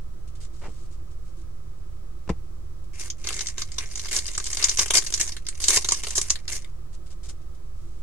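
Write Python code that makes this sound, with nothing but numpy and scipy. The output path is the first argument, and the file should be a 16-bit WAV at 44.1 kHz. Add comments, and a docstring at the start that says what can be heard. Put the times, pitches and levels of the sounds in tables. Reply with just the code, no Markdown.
"""A foil pack is pinched, ripped open and peeled off its cards: creases snap, the seam tears.
Snaps are short runs of noise slips through damped resonances; crinkling and rips are dense random grains.
Before it, at a padded desk, a stack of trading cards is set aside and something is put down with a thud:
rubbing grains, struck desk modes and scuffs. Behind lie a low machine hum, a rumble and a fan, made of
sines and coloured noise, in a small room of decaying noise echoes heard by a close microphone pair."""
import sys
import numpy as np
from scipy import signal
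from scipy.fft import rfft, irfft, next_fast_len
from scipy.io import wavfile
from scipy.ndimage import uniform_filter1d

SR = 44100
rng = np.random.default_rng(int(sys.argv[2]) if len(sys.argv) > 2 else 0)


def materialize(psi):
    """Save the field psi as 16-bit PCM at rate SR to the path in sys.argv[1].

    A 1-D psi becomes a single channel; in a 2-D psi each row is a channel.
    """
    bounded = np.clip(np.atleast_2d(psi).T, -1, 1)
    quanta = np.round(bounded * 32767).astype(np.int16)
    wavfile.write(sys.argv[1], SR, quanta)


N = 353682
TIME_S = np.arange(N) / SR
LEFT_RIGHT = np.array([[1], [-1]])


def from_db(db):
    """Decibels to amplitude gain."""
    return 10 ** (np.asarray(db) / 20)


def at_hz(points, hz):
    """Interpolate a spectrum table on a log-frequency axis."""
    point_hz, value = np.transpose(points)
    return np.interp(np.log(hz + 1), np.log(point_hz), value)


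# likeness of the two microphones for sounds near the desk [freq_hz, correlation]
NEAR_LIKENESS = [(240, 1), (350, 0.92), (1100, 0.95), (1700, 0.8), (2900, 0.52), (3800, -0.24),
                 (5200, -0.25), (6600, 0.1), (9000, 0.53), (15000, 0.25)]


def colour(x, spectrum, likeness=NEAR_LIKENESS):
    """Causal filter of unit power gain; mixes two unrelated inputs into a left-right pair."""
    size = 2 * next_fast_len(N // 2 + SR // 4)
    hz = np.arange(size // 2 + 1) * SR / size
    top_hz = spectrum[-1][0]
    gain = from_db(at_hz(spectrum, hz)) / (1 + (hz / top_hz) ** 4)
    gain /= np.sqrt(np.mean(gain ** 2))
    # folded cepstrum: minimum phase, no sound before its cause
    cepstrum = irfft(np.log(gain))
    cepstrum[1:size // 2] *= 2
    cepstrum[size // 2 + 1:] = 0
    mid, side = rfft(x, size) * np.exp(rfft(cepstrum))
    alike = np.clip(at_hz(likeness, hz), -1, 1)
    pair = np.sqrt((1 + alike) / 2) * mid + LEFT_RIGHT * np.sqrt((1 - alike) / 2) * side
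    return irfft(pair, size)[:, :N]


def panned(left_right_db):
    """Left and right gains for a level difference."""
    return from_db(LEFT_RIGHT * left_right_db / 2)


def from_right(x, delay_samples=3):
    """Sound from the right reaches the left microphone late."""
    return np.array([np.roll(x[0], delay_samples), x[1]])


def stroke(start_s, end_s, fade_s):
    """Gesture envelope: short linear rise, hold, exponential decay."""
    level = np.zeros(N)
    first = max(round((start_s - fade_s) * SR), 0)
    span = slice(first, round((end_s + 20 * fade_s) * SR))
    t = TIME_S[span]
    rise = np.clip((t - start_s) / fade_s + 1 / 2, 0, 1)
    level[span] = rise * np.exp(-np.maximum(t - end_s, 0) / fade_s)
    return level


def crackle(per_s, spread_db, grain_s=0.0026):
    """Tiny noise bursts of uneven size at random moments, power evened out to about one."""
    size_db = spread_db * np.minimum(rng.exponential(1, N), 4)
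    energy = from_db(size_db) ** 2 * (rng.random(N) < per_s / SR)
    power = signal.lfilter([1], [1, -np.exp(-2 / (grain_s * SR))], energy + 1e-6)
    evened = power / uniform_filter1d(power, size=SR // 25)
    return rng.standard_normal((2, N)) * np.sqrt(evened)


def ring(x, hz, t60_s):
    """Damped resonator: a unit click starts a sine of height 1."""
    r = from_db(-60 / (t60_s * SR))
    w = 2 * np.pi * hz / SR
    return signal.lfilter([0, np.sin(w)], [1, -2 * r * np.cos(w), r * r], x + 1e-18)


# steady machine tones [freq_hz, level_db]
HUM = [(18.1, -42.5), (27.8, -49), (36.2, -48.5), (54.3, -50.5), (58.6, -50), (72.4, -72.5), (83, -55),
       (127, -59)]
# machinery rumble colour [freq_hz, relative_db]
RUMBLE = [(8, 3), (15, 8), (40, -4), (60, -6), (95, -2), (110, -16), (130, -10.5), (170, -17.5),
          (260, -26.5), (500, -40.5)]
# fan hiss colour [freq_hz, relative_db]
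FAN = [(150, 2.5), (280, -10), (338, 11), (410, -3.5), (520, -1.5), (800, -9.5), (1170, -7), (1260, -1),
       (1380, -12), (2800, -18), (6000, -15), (9000, -21), (11500, -24), (16000, -21)]
# likeness of the two microphones for the room's diffuse air [freq_hz, correlation]
AIR_LIKENESS = [(140, 0.94), (245, 0.6), (340, 0.91), (600, 0.68), (850, 0.73), (1250, 0.83), (1550, 0.54),
                (2800, 0.012), (4500, -0.22), (6500, -0.25), (8200, 1), (12000, 1)]
RUMBLE_DB, FAN_DB = -41.5, -56.5


def background():
    """Steady sines hum over coloured-noise rumble; a fan adds soft resonant hiss."""
    hum = sum(np.sqrt(2) * from_db(level_db) * np.sin(2 * np.pi * (hz * TIME_S + rng.random()))
              for hz, level_db in HUM)
    rumble = from_db(RUMBLE_DB) * colour(rng.standard_normal((2, N)), RUMBLE, AIR_LIKENESS)
    fan = from_db(FAN_DB) * colour(rng.standard_normal((2, N)), FAN, AIR_LIKENESS)
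    return from_right(hum + rumble) * panned(1) + fan


# light touches on cards and wrappers [start_s, length_s, level_db]
TOUCHES = [(0.275, 0.017, -57), (0.352, 0.013, -55.5), (0.404, 0.051, -51.5), (0.533, 0.33, -60.5),
           (0.908, 0.039, -59.5), (1.107, 0.017, -61.5), (1.25, 0.048, -64.5), (1.367, 0.053, -62.5),
           (2.84, .004, -61), (6.928, 0.022, -54), (7.063, 0.0067, -51.5), (7.103, 0.025, -53.5),
           (7.233, 0.036, -49.5), (7.288, 0.012, -42), (7.415, .004, -61), (7.547, 0.0035, -59),
           (7.76, 0.25, -67.5)]
# rubbing colour [freq_hz, relative_db]
TOUCH_COLOUR = [(800, -6), (2000, -5), (4500, 2), (7800, 3.5), (10000, -3.5), (15000, -33)]


def cards():
    """Fingers and card faces rub with a fine grain."""
    pressure = sum(from_db(level_db) * stroke(start_s, start_s + length_s, fade_s=0.01)
                   for start_s, length_s, level_db in TOUCHES)
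    return colour(crackle(per_s=1200, spread_db=2.0) * pressure, TOUCH_COLOUR)


# blows on the desk [start_s, contact_s, ring_db, scuff_db]
KNOCKS = [(0.614, 0.017, -61, -46.5), (0.635, 0.037, -42, -43.5), (0.681, 0.011, -37, -55),
          (0.701, .004, -43, -62), (2.276, 0.0025, -38, -43), (2.2916, 0.01, -32, -28.5),
          (2.294, 0.0034, -27, -44), (2.299, 0.0032, -17, -43)]
# desk-top modes [freq_hz, relative_db, t60_s]
DESK_MODES = [(64.4, 0, 0.13), (180, 0, 0.064), (322, -4.5, 0.064), (463, -5.5, 0.063), (670, -5, 0.0079),
              (766, -24, 0.041), (1096, -10, 0.016)]
# scuff colour against the mat [freq_hz, relative_db]
SCUFF_COLOUR = [(150, 5), (450, 1.5), (780, 5.5), (1400, -4.5), (1900, -2.5), (3100, -10), (3700, -15),
                (4700, -11.5), (8000, -20), (15000, -45)]


def desk():
    """A padded blow rings the desk-top modes while the object scuffs against the mat."""
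    blows, contact = np.zeros(N), np.zeros(N)
    for start_s, contact_s, ring_db, scuff_db in KNOCKS:
        blows[round(start_s * SR)] = from_db(ring_db)
        contact += from_db(scuff_db) * stroke(start_s, start_s + contact_s, fade_s=0.0039)
    thuds = np.zeros(N)
    for k, (hz, relative_db, t60_s) in enumerate(DESK_MODES):
        sign = (-1) ** (k + 1)
        thuds += sign * from_db(relative_db) * ring(blows, hz, t60_s)
    scuffs = colour(crackle(per_s=1500, spread_db=0.5) * contact, SCUFF_COLOUR)
    return thuds * panned(2.6), scuffs


def flex(x, depth_db, count=8):
    """As the sheet bends, its broad resonances swell and fade at random."""
    knots_s = np.arange(0, N / SR + .1, .025)
    out = x
    for hz in np.geomspace(1000, 10000, count):
        swell_db = depth_db * np.clip(rng.standard_normal(len(knots_s)), -2, 2)
        swell = np.interp(TIME_S, knots_s, from_db(swell_db) - 1)
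        out = out + swell * signal.lfilter(*signal.iirpeak(hz, 4, fs=SR), x)
    return out


# loud buckling creases [start_s, crack_db, flap_db, facet_hz]
SNAPS = [(3.1005, -26.5, -59, 6400), (3.2465, -32, -38.5, 4000), (3.27, -24, -31.5, 6560),
         (3.2874, -18.5, -38, 3430), (3.304, -32, -30.5, 4640), (3.3266, -29, -44, 4200),
         (3.3911, -25.5, -40, 6160), (3.407, -23.5, -37.5, 6100), (3.469, -26, -60, 8400),
         (3.4848, -29.5, -42, 7640), (3.5802, -26, -36, 6900), (3.618, -23.5, -36.5, 5000),
         (3.7176, -35.5, -51, 7500), (3.7826, -19.5, -35.5, 5900), (3.9548, -29.5, -53, 7140),
         (3.994, -26, -47, 6270), (4.0553, -30.5, -37, 4840), (4.163, -19.5, -35, 7100),
         (4.1873, -21, -57, 8300), (4.265, -30.5, -65, 8800), (4.279, -30.5, -47.5, 6500),
         (4.3776, -23, -29, 8500), (4.3993, -30, -35.5, 4500), (4.4408, -29, -63.5, 8350),
         (4.4646, -27, -51, 7760), (4.5016, -29, -44.5, 10200), (4.5697, -22, -37, 7500),
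         (4.6251, -18, -33, 5160), (4.641, -11.5, -41, 6860), (4.6927, -17.5, -43, 6360),
         (4.772, -23, -44.5, 6200), (4.7915, -13, -29.5, 5900), (4.8585, -20.5, -34.5, 2840),
         (4.9052, -9.5, -27.5, 3320), (4.9366, -21, -31.5, 6430), (4.9516, -11.5, -24.5, 5800),
         (5.067, -28, -45, 6170), (5.123, -26.5, -39, 7440), (5.1384, -17, -42, 6150),
         (5.2106, -18, -38, 7800), (5.3197, -30.5, -54, 5500), (5.3656, -29.5, -39, 4000),
         (5.466, -30, -47, 5860), (5.4854, -24.5, -40, 8600), (5.6397, -17.5, -44.5, 7900),
         (5.6824, -10, -37.5, 8600), (5.7043, -15.5, -31.5, 6300), (5.7709, -16.5, -18, 5800),
         (5.8451, -17.5, -33, 4100), (5.8866, -17.5, -29.5, 6960), (5.9082, -26, -34, 7000),
         (5.9198, -14.5, -23.5, 8500), (6.0342, -22.5, -31.5, 3530), (6.0682, -23.5, -30.5, 4300),
         (6.1542, -29, -39, 5200), (6.179, -17.5, -27, 6440), (6.2132, -21.5, -47, 9800),
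         (6.3026, -14.5, -31, 7160), (6.355, -26.5, -37, 4250), (6.4785, -25.5, -40.5, 5200),
         (6.6443, -39, -48.5, 3470)]


def tension(hold_s, hush_db):
    """Gain for the fine crackle: the sheet strains quietly before each loud crease gives way."""
    gain = np.ones(N)
    for start_s, *_ in SNAPS:
        gain[round((start_s - hold_s) * SR):round(start_s * SR)] = from_db(hush_db)
    return uniform_filter1d(gain, size=SR // 500)


FIRM_GRIP_DB, FIRM_FLAP_DB = -40, -49
FLAP_FOLLOWS = 0.78  # flap dB per grip dB


def flapping(grip_db):
    """The sheet flaps more under a harder grip, gaining less than the crackle does."""
    return FIRM_FLAP_DB + FLAP_FOLLOWS * (grip_db - FIRM_GRIP_DB)


# how hard the fingers work the foil [time_s, grip_db]
GRIP = [(3.17, -60), (3.28, -40.5), (3.44, -39.5), (3.53, -53.5), (3.84, -50.5), (4.0, -39.5), (4.42, -41),
        (4.62, -31), (4.88, -41.5), (5.03, -35.5), (5.3, -38.5), (5.42, -61.5), (5.62, -47), (5.92, -35.5),
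        (6.33, -40), (6.42, -64.5), (6.56, -47), (6.72, -69.5)]
CREASES_PER_S, CREASE_OVER_GRIP_DB, CREASE_OVER_FLAP_DB, CREASE_SPREAD_DB = 15, 8.5, 3.5, 1.5
CREASE_HZ, CREASE_SPREAD_OCTAVES = 6300, .4


def small_creases():
    """Lesser creases buckle at uneven moments, as strongly as the foil is gripped; rows like SNAPS."""
    draws = rng.standard_normal((200, 4))
    start_s = GRIP[0][0] + (np.arange(len(draws)) + 1 + draws[:, 0] / 2) / CREASES_PER_S
    grip_db = np.interp(start_s, *np.transpose(GRIP))
    crack_db = grip_db + CREASE_OVER_GRIP_DB + CREASE_SPREAD_DB * draws[:, 1]
    flap_db = flapping(grip_db) + CREASE_OVER_FLAP_DB + CREASE_SPREAD_DB * draws[:, 2]
    facet_hz = CREASE_HZ * 2 ** (CREASE_SPREAD_OCTAVES * np.clip(draws[:, 3], -2, 2))
    return np.transpose([start_s, crack_db, flap_db, facet_hz])[start_s < GRIP[-1][0]]


SLIP_RISE_S = 0.0011


def buckle(facet_hz, run_s, settle_s, settle_db, facet_share):
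    """A crease gives way: a quick run of slips, then settling, through three damped facets."""
    t = np.arange(SR // 20) / SR
    decay = np.exp(-t / run_s) + from_db(settle_db) * np.exp(-t / settle_s)
    slips = rng.standard_normal((2, len(t))) * (1 - np.exp(-t / SLIP_RISE_S)) * decay
    neighbour_hz = facet_hz * 2 ** rng.uniform(-1, .7, 2)
    neighbours = sum(ring(slips, min(hz, SR / 3), 11 / hz) for hz in neighbour_hz)
    facets = ring(slips, facet_hz, 11 / facet_hz) + neighbours / 2
    snap = slips / np.linalg.norm(slips) + facet_share * facets / np.linalg.norm(facets)
    return snap / np.linalg.norm(snap) * np.sqrt(2)  # mean energy 1 per channel


PANEL_HZ, PANEL_AT_DB, PANEL_DB_PER_OCTAVE = 1585, -36.5, 25.5


def snaps(crack_gain_db, flap_gain_db, length_s):
    """Each buckling crease cracks in the treble and flaps the sheet; louder flaps move wider, deeper panels."""
    cracks, flaps = np.zeros((2, 2, N))
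    for start_s, crack_db, flap_db, facet_hz in [*SNAPS, *small_creases()]:
        crack = buckle(facet_hz, run_s=.0032, settle_s=.011, settle_db=-15, facet_share=0.99)
        panel_hz = PANEL_HZ * 2 ** ((PANEL_AT_DB - flap_db) / PANEL_DB_PER_OCTAVE)
        flap = buckle(panel_hz, run_s=.0025, settle_s=.009, settle_db=-10, facet_share=0.67)
        first = round(start_s * SR)
        span = slice(first, first + crack.shape[1])
        cracks[:, span] += from_db(crack_db + crack_gain_db) * crack
        flaps[:, span] += from_db(flap_db + flap_gain_db) * flap
    return np.array([cracks, flaps]) * np.sqrt(length_s * SR)


# left-right treble balance [freq_hz, left_right_db]
BALANCE = [(300, -2), (2200, 0), (3500, -1), (4500, 2.5), (6000, -1.5), (8000, -1.5), (9500, -9),
           (15000, 0.5)]


def lean(x):
    """The two microphones hear the crack's spectrum differently."""
    size = 2 * next_fast_len(N // 2 + 1)
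    hz = np.arange(size // 2 + 1) * SR / size
    return irfft(rfft(x, size) * panned(at_hz(BALANCE, hz)))[:, :N]


# dense tiny slips as the foil slides or tears [start_s, end_s, crack_db, flap_db]
RIPS = [(2.933, 3.013, -51, -52.5), (2.994, 3.082, -39.5, -48.5), (3.238, 3.428, -45.5, -46),
        (3.589, 3.62, -38, -47), (3.782, 3.842, -44.5, -43), (4.112, 4.19, -25.5, -36),
        (4.596, 4.675, -35, -38), (4.782, 4.831, -23.5, -31), (4.937, 4.987, -18.5, -26.5),
        (5.198, 5.231, -25.5, -33), (5.601, 5.677, -29.5, -45.5), (5.682, 5.777, -20.5, -28.5),
        (6.154, 6.189, -26, -52), (6.488, 6.569, -32.5, -41)]
# colour of the small stiff facets [freq_hz, relative_db]
CRACK_COLOUR = [(1500, -26), (2600, -14.5), (3600, -10), (5000, -4.5), (6300, 0), (7500, -3), (9000, -5.5),
                (10500, -11), (13000, -21.5), (16000, -41)]
# colour of the whole sheet [freq_hz, relative_db]
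FLAP_COLOUR = [(110, -4), (250, -19), (370, -1), (520, -11.5), (660, -7), (880, -8), (1100, -0.5),
               (1350, -9.5), (1650, 0), (2100, 6.5), (2600, 4.5), (3600, -7)]
# the pack turns in the hands [time_s, left_right_db]
TURN = [(3.0, 2.5), (3.8, 0), (4.4, 1), (4.75, 1), (5.0, 3.5), (5.15, -0.5), (5.75, 0.5), (6.3, 0.5)]


def foil(crinkle_gain_db, rip_gain_db):
    """Snaps, fine crinkling and rips drive the same sheet; its cracks pan as it turns in the hands."""
    fine = flex(crackle(per_s=500, spread_db=2.8), depth_db=4)
    fine = fine * tension(hold_s=.012, hush_db=-5)
    tearing = flex(crackle(per_s=1100, spread_db=2.6), depth_db=3.5)
    grip_db = np.interp(TIME_S, *np.transpose(GRIP), left=-120, right=-120)
    pull = sum(from_db([[crack_db], [flap_db]]) * stroke(start_s, end_s, fade_s=0.0052)
               for start_s, end_s, crack_db, flap_db in RIPS)
    excite = snaps(crack_gain_db=-1.0, flap_gain_db=-1.5, length_s=0.0039)
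    for k, level_db in enumerate([grip_db, flapping(grip_db)]):
        excite[k] += fine * from_db(level_db + crinkle_gain_db)
        excite[k] += tearing * pull[k] * from_db(rip_gain_db)
    cracks = lean(colour(excite[0], CRACK_COLOUR))
    flaps = colour(excite[1], FLAP_COLOUR)
    turn = panned(np.interp(TIME_S, *np.transpose(TURN)))
    return cracks * turn + from_right(flaps)


def echoes(t60_s, delay_s, shared_hz):
    """Decaying noise reflections of unit energy, alike at both microphones in the bass."""
    t = np.arange(SR // 2) / SR
    left, right = rng.standard_normal((2, len(t)))
    lowpass = signal.butter(2, shared_hz, fs=SR, output="sos")
    shared_bass = signal.sosfiltfilt(lowpass, left - right)
    train = np.array([left, right + shared_bass]) * from_db(-60 * t / t60_s) * (t > delay_s)
    return train / np.linalg.norm(train, axis=1, keepdims=True)


DESK_ECHO_T60_S, DESK_ECHO_DB = .02, -9.0
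ROOM_T60_S, ROOM_DB = 0.086, -10.5


def room(x):
    """Direct sound, quick reflections off the desk and boxes, then the room's short tail."""
    response = from_db(DESK_ECHO_DB) * echoes(DESK_ECHO_T60_S, delay_s=0.0009, shared_hz=2376)
    response += from_db(ROOM_DB) * echoes(ROOM_T60_S, delay_s=0.0074, shared_hz=1600)
    response[:, 0] += 1
    return signal.fftconvolve(x, response, axes=1)[:, :N] / np.sqrt(1 + from_db(DESK_ECHO_DB) ** 2)


def scene():
    """Hands at work on the desk, in the humming room."""
    air = background()
    touches = cards()
    thuds, scuffs = desk()
    pack = foil(crinkle_gain_db=-2.0, rip_gain_db=-1.0)
    return room(pack + touches + scuffs) + thuds + air


CUTOFF_HZ, FULL_SCALE = 15750, .9


def record(dry):
    """The converter holds peaks at full scale, cuts the top and adds a small offset."""
    held = np.clip(dry, -FULL_SCALE, FULL_SCALE)
    lowpass = signal.ellip(10, .1, 80, CUTOFF_HZ, fs=SR, output="sos")
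    offset = np.array([[-.017], [-.031]])
    return signal.sosfilt(lowpass, held) + offset


dry = scene()
out = record(dry)
materialize(out)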